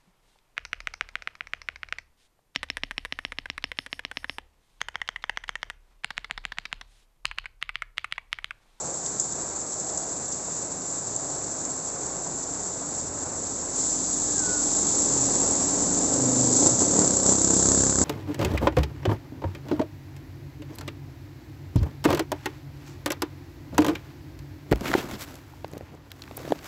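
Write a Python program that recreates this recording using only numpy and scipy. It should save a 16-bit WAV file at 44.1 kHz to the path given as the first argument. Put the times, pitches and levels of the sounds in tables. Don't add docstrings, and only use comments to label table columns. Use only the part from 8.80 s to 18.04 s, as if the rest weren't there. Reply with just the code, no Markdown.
import sys
import numpy as np
from scipy import signal
from scipy.fft import rfft, irfft
from scipy.io import wavfile
from scipy.ndimage import uniform_filter1d

SR = 44100
rng = np.random.default_rng(int(sys.argv[2]) if len(sys.argv) > 2 else 0)


def wrap_up_sound(samples):
    columns = np.atleast_2d(samples).T
    tamed = np.clip(columns, -1, 1)
    steps = np.round(tamed * 32767).astype(np.int16)
    wavfile.write(sys.argv[1], SR, steps)


N = 407484
TIME = np.arange(N) / SR
BINS = np.fft.rfftfreq(N, 1 / SR)

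# pitch_hz [Hz], level_db [dB per Hz]
SIZZLE = [(1500, -54.5), (3000, -34), (3600, -25.5), (4400, -21), (5100, -18.5), (6000, -12), (6900, -4.5),
          (7350, 1), (7650, -0.5), (7850, -4), (8020, -17.5), (8270, -17), (8520, -38), (8800, -61)]
# time_s [s], rate_hz [firings per s]
SECOND_FIRING = [(0.0, 27.21), (4.3, 26.3), (6.3, 25.5), (7.0, 25.5), (7.35, 26.07), (7.62, 25.5),
                 (7.76, 24.78), (7.87, 31.69), (7.93, 30.83), (8.04, 32.48), (8.17, 38.1), (8.3, 32.12),
                 (8.5, 32.5), (8.75, 33.13), (9.0, 33.51), (9.24, 33.41)]
# closest_s [s], closest_m [m], speed [m/s]
FIRST_RIDE, SECOND_RIDE = (6.54, 3.9, 6.75), (8.87, 5.65, 5.3)


def amp(db):
    return 10 ** (np.asarray(db) / 20)


def unit(x):
    return x / np.sqrt(np.mean(x ** 2) + 1e-20)


def steady(x, size=5000):
    power = uniform_filter1d(uniform_filter1d(x ** 2, size), size)
    return x / np.sqrt(abs(power) + 1e-12)


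def read(points, hz):
    f, value = np.transpose(points)
    return np.interp(np.log(hz + 1), np.log(f + 1), value)


def play(rows):
    s, *columns = np.transpose(rows)
    return [np.interp(TIME, s, column) for column in columns]


def drift(hz):
    spectrum = rfft(rng.standard_normal(N))
    return unit(irfft(spectrum / (1 + (BINS / hz) ** 4), N))


def swell(centre, half_length, squareness=3.0):
    return np.exp(-abs((TIME - centre) / half_length) ** squareness)


def ease(s, length):
    return (1 + np.tanh((TIME - s) / length)) / 2


def colour(x, spectrum):
    log_gain = np.log(amp(read(spectrum, abs(np.fft.fftfreq(8192, 1 / SR)))))
    taps = np.fft.ifft(np.exp(np.conj(signal.hilbert(log_gain)))).real
    return signal.oaconvolve(x, taps[:len(taps) // 2])[:N]


def resonance(x, hz, width_hz):
    ring = 1 / (1 + 1j * (BINS - hz) / width_hz) ** 3
    return unit(irfft(rfft(x) * ring, N))


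def droplets(per_s, spread_db):
    size = amp(spread_db * np.minimum(rng.exponential(1, N), 5))
    lands = rng.random(N) < per_s / SR
    return unit(size * rng.choice([-1, 1], N) * lands)


def street(x, count=3):
    # pitch_hz [Hz], decay_s [s]
    echo_decay = [(100, 0.058), (300, 0.46), (1500, 0.47), (8000, 0.13)]
    out = np.zeros(N)
    for k in range(count):
        reflections = rng.standard_normal(SR // 2) * (rng.random(SR // 2) < 2000 / SR)
        hz, t, z = signal.stft(reflections, SR, nperseg=256)
        fall = amp(-60 * t / read(echo_decay, hz)[:, None])
        tail = signal.istft(z * fall, SR)[1]
        window = np.cos(np.pi * (0.5975 * TIME + k / count)) * np.sqrt(2 / count)
        out += signal.oaconvolve(x * window, tail / np.linalg.norm(tail))[:N]
    return out


def position(ride):
    closest_s, closest_m, speed = ride
    along = speed * (TIME - closest_s)
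    distance = np.hypot(along, closest_m)
    return np.log2(distance / closest_m), along / distance


def carried(ride, closest_db, falloff_db, rear_db):
    doublings, bearing = position(ride)
    return amp(closest_db - falloff_db * doublings + rear_db * bearing)


def load_db():
    # centre_s [s], half_length_s [s], load_db [dB]
    surges = [(7.352, 0.58, 6.5), (7.858, 0.042, 6.5), (7.94, 0.051, -1), (8.022, 0.018, 7.5),
              (8.196, 0.1, 7.5), (8.501, 0.044, 5.5), (8.722, 0.028, 3), (8.898, 0.086, 2),
              (9.05, 0.056, 0), (9.147, 0.038, -5), (9.224, 0.028, 4)]
    return sum(db * swell(s, half) for s, half, db in surges)


def far_engine(firing, gain, tilt_db, orders, swells, fade_db, jitter):
    cycles = np.cumsum(play(firing)[0] * (1 + jitter * drift(6.5))) / SR
    hum = np.zeros(N)
    for k, db in orders:
        level = amp(db + tilt_db * np.log2(max(k, 2)) + fade_db * drift(3.0))
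        hum += level * np.cos(2 * np.pi * (round(k) * cycles + rng.random()))
    hum = gain * steady(hum)
    for s, half, k, db in swells:
        level = np.sqrt(2) * amp(db + 1.2 * drift(12)) * swell(s, half)
        hum += level * np.cos(2 * np.pi * (round(k) * cycles + rng.random()))
    return hum


def bursts(decay_cycles):
    cycles = np.cumsum(play(SECOND_FIRING)[0]) / SR
    return rng.standard_normal(N) * np.exp(-(cycles % 1) / decay_cycles)


def rain():
    # pitch_hz [Hz], level_db [dB per Hz]
    wash_spectrum = [(15, -39.5), (30, -17), (60, -6), (105, -6), (160, -0.5), (215, -4.5), (320, 0),
                     (480, -2), (660, -1.5), (1000, -6.5), (1500, -11.5), (2000, -19.5), (2800, -26),
                     (4000, -56)]
    drops = droplets(per_s=1500, spread_db=1.5)
    sizzle = unit(colour(rng.standard_normal(N) + 0.47 * drops, SIZZLE))
    sizzle *= amp(-33 + 0.71 * drift(20.0) + 1.0 * drift(42))
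    wash = unit(colour(rng.standard_normal(N), wash_spectrum))
    wash *= amp(-40 + 0.7 * drift(5) + 0.68 * drift(38))
    return sizzle + wash


def street_swells():
    rumbles = [(.05, 0.16, -42.5), (1.15, 0.15, -41.5), (2.4, 0.25, -44.5), (3.4, 0.33, -45.5)]
    rumble = resonance(rng.standard_normal(N), hz=660, width_hz=300)
    return rumble * sum(amp(db) * swell(s, half) for s, half, db in rumbles)


def drips_and_ticks(tail_s=0.03, tail_db=-14, width_hz=2600):
    # start_s [s], peak_db [dB], pitch_hz [Hz]
    ticks = [(.2614, -20.5, 4800), (.398, -10, 6800), (.7597, -22, 7500), (0.997, -20, 7500),
             (1.1738, -17.5, 6780), (1.5237, -18.5, 6200), (2.362, -15, 7000), (2.712, -22, 7200),
             (2.85, -18, 6500), (5.5924, -13, 6850), (6.55, -17, 7230), (7.7643, -8, 7300),
             (7.7959, -10, 7300), (8.366, -11.5, 7100), (8.615, -12, 7400)]
    out, t = np.zeros(N + SR), np.arange(SR // 8) / SR
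    bin_hz = np.fft.rfftfreq(len(t), 1 / SR)
    onset = np.exp(-t / 0.0035)
    tail = amp(tail_db) * np.exp(-t / tail_s)
    for s, db, hz in ticks:
        burst = rng.standard_normal(len(t)) * (onset + tail)
        spectrum = rfft(colour(burst, SIZZLE)[:len(t)])
        tick = irfft(spectrum / (1 + 1j * (bin_hz - hz) / width_hz) ** 3, len(t))
        out[round(s * SR):][:len(t)] += amp(db) * tick / abs(tick).max()
    return out[:N]


def bird(echo=0.18, waver=0.0046):
    whistle = [(5.39, 1727, -61), (5.54, 1660, -55), (5.59, 1581, -46.5), (5.635, 1480, -43.5),
               (5.7, 1474, -40.5), (5.78, 1452, -41.5), (5.83, 1400, -57)]
    hz, db = play(whistle)
    sounding = (TIME > whistle[0][0]) & (TIME < whistle[-1][0])
    cycles = np.cumsum(hz * (1 + waver * drift(60))) / SR
    tone = np.sqrt(2) * sounding * amp(db) * np.sin(2 * np.pi * cycles)
    return tone + echo * street(tone)


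def first_scooter(bright_db=1.8, dulling_db=3.5):
    # time_s [s], rate_hz [firings per s]
    first_firing = [(3.3, 36), (4.2, 41), (4.8, 46.4), (5.3, 43), (6, 41.8), (6.5, 39.2), (7.1, 37.3),
                    (7.7, 41)]
    # multiple [of the firing rate], level_db [dB]
    hum_orders = [(1, -2.5), (2, -2), (3, -5.5), (4, -4), (5, 0.5), (6, 1), (7, 3), (8, -4), (9, -9.5),
                  (10, -4.5), (11, -15.5), (13, -7), (14, -8)]
    # centre_s [s], half_length_s [s], multiple, level_db [dB]
    hum_swells = [(4.41, .45, 2, -48), (5.5, 0.53, 7, -46.5), (6.85, 0.31, 2, -42.5)]
    tilt_db = bright_db - dulling_db * position(FIRST_RIDE)[0]
    gain = carried(FIRST_RIDE, closest_db=-36, falloff_db=8.6, rear_db=-0.85)
    return far_engine(first_firing, gain, tilt_db, hum_orders, hum_swells, fade_db=1.5, jitter=0.0038)


def spray():
    # centre_s [s], half_length_s [s], level_db [dB]
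    hiss_swells = [(5.023, 0.084, -29), (7.612, 0.079, -26.5), (7.823, 0.14, -24), (8.02, 0.032, -23.5),
                   (8.256, 0.043, -30), (8.502, 0.055, -23.5), (8.77, 0.088, -25.5), (8.98, 0.14, -27.5)]
    in_view = ease(4.52, 0.07) * amp(8 * (ease(4.94, 0.04) - 1))
    first_spray = carried(FIRST_RIDE, closest_db=-25, falloff_db=4.6, rear_db=-2.2)
    second_spray = carried(SECOND_RIDE, closest_db=-28, falloff_db=5.6, rear_db=-0.83)
    thrown = in_view * np.hypot(first_spray, second_spray)
    swelling = sum(amp(db) * swell(s, half) for s, half, db in hiss_swells)
    drops = droplets(per_s=2500, spread_db=2.0)
    mist = unit(colour(rng.standard_normal(N) + 0.49 * drops, SIZZLE))
    return mist * np.hypot(thrown, swelling) * amp(1.0 * drift(99))


def tyre_and_intake_roar():
    # pitch_hz [Hz], level_db [dB per Hz]
    roar_spectrum = [(15, -30.5), (40, -10.5), (80, -10.5), (160, -8), (270, 4.5), (420, 3.5), (600, -1.5),
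                     (800, 1), (1150, -7), (1600, -14.5), (2100, -17), (3000, -24.5), (4500, -49)]
    tyre_gain = carried(FIRST_RIDE, closest_db=-34.5, falloff_db=8.4, rear_db=0.83)
    intake_gain = carried(SECOND_RIDE, closest_db=-39, falloff_db=7.4, rear_db=-1)
    gain = np.hypot(tyre_gain, intake_gain * amp(0.96 * load_db()))
    roar = unit(colour(rng.standard_normal(N), roar_spectrum))
    return roar * gain * amp(0.97 * drift(45))


def second_approach(bright_db=3.5, dulling_db=3.5):
    # multiple [of the firing rate], level_db [dB]
    drone_orders = [(3, -20.5), (4, -8.5), (5, -4.5), (6, -10), (8, -13), (9, -10), (10, 3), (11, -7),
                    (13, -7), (15, -8), (16, -0.5), (17, -6), (20, -11)]
    # centre_s [s], half_length_s [s], multiple, level_db [dB]
    drone_swells = [(2.3, .13, 4, -48), (4.5, 0.56, 4, -53), (6.4, 0.099, 5, -42.5), (7.558, 0.21, 5, -32),
                    (7.6, .27, 10, -31.5), (7.542, 0.17, 20, -39.5), (7.935, .022, 4, -29)]
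    tilt_db = bright_db - dulling_db * position(SECOND_RIDE)[0]
    gain = carried(SECOND_RIDE, closest_db=-39, falloff_db=5.64, rear_db=-3.5)
    return far_engine(SECOND_FIRING, gain, tilt_db, drone_orders, drone_swells, fade_db=4.0, jitter=0.004)


def valve_rattle():
    ticks = resonance(bursts(decay_cycles=0.044), hz=3100, width_hz=900)
    return ticks * carried(SECOND_RIDE, closest_db=-58.5, falloff_db=16, rear_db=11)


def silencer_knock():
    knocks = steady(resonance(bursts(decay_cycles=0.11), hz=1380, width_hz=480))
    gain = carried(SECOND_RIDE, closest_db=-43.5, falloff_db=4, rear_db=12.5)
    return knocks * gain * amp(0.22 * load_db())


def pulsing_hiss(exhaust, lag_s=0.0012):
    strength = abs(uniform_filter1d(steady(exhaust) ** 2, size=80))
    delayed = np.interp(TIME - lag_s, TIME, strength)
    hiss = unit(colour(rng.standard_normal(N) * np.sqrt(delayed), SIZZLE))
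    gain = carried(SECOND_RIDE, closest_db=-25.5, falloff_db=8.5, rear_db=2)
    return hiss * gain * amp(0.71 * load_db())


def second_exhaust(intake=0.15, intake_at=0.4, uneven_db=0.5, puff=0.036, puff_cycles=0.27,
                   rebound=0.26, pipe_s=0.0011):
    # pitch_hz [Hz], level_db [dB per Hz]
    silencer = [(20, -26), (45, -4), (68, 8), (100, 10.5), (133, 1), (170, 6), (215, 0), (290, 2.5),
                (360, -6), (520, -7.5), (750, -12.5), (1050, -11.5), (1450, -15.5), (1850, -22.5),
                (2400, -39), (5000, -67)]
    cycles = np.cumsum(play(SECOND_FIRING)[0]) / SR
    firings = np.diff(np.floor(cycles), prepend=0)
    sucks = np.diff(np.floor(cycles - intake_at), prepend=-1)
    pulses = (firings - intake * sucks) * amp(uneven_db * rng.standard_normal(N))
    gas = puff * rng.standard_normal(N) * np.exp(-(cycles % 1) / puff_cycles)
    reflected = np.interp(TIME - pipe_s, TIME, pulses)
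    pipe = colour(pulses - rebound * reflected + gas, silencer)
    direct = carried(SECOND_RIDE, closest_db=4.5, falloff_db=6, rear_db=5.5)
    return (direct * steady(pipe) + steady(street(pipe))) / np.hypot(direct, 1)


def second_scooter(exhaust, boom_hz=190, rasp_hz=950):
    low = 1 / (1 + (BINS / boom_hz) ** 8)
    high = 1 - 1 / (1 + (BINS / rasp_hz) ** 8)
    boom = carried(SECOND_RIDE, closest_db=-34, falloff_db=5.5, rear_db=10)
    bark = carried(SECOND_RIDE, closest_db=-29, falloff_db=7.1, rear_db=2.6)
    rasp = carried(SECOND_RIDE, closest_db=-48, falloff_db=8.1, rear_db=8.2)
    bands = ((low, boom, 0.6), (1 - low - high, bark, 1), (high, rasp, 1.0))
    spectrum, load = rfft(exhaust), load_db()
    out = np.zeros(N)
    for band, gain, load_share in bands:
        out += gain * amp(load_share * load) * steady(irfft(spectrum * band, N))
    return out


def scene():
    background = rain() + street_swells() + drips_and_ticks() + bird()
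    passing = first_scooter() + spray() + tyre_and_intake_roar()
    exhaust = second_exhaust()
    second = second_approach() + valve_rattle() + silencer_knock() + pulsing_hiss(exhaust)
    second += second_scooter(exhaust)
    return (background + passing + second)[None]


def record(dry, edge_hz=8750):
    band_limit = signal.firwin(511, edge_hz, window=("kaiser", 9), fs=SR)
    return signal.oaconvolve(dry, band_limit[None], "same")


dry = scene()
out = record(dry)
wrap_up_sound(out)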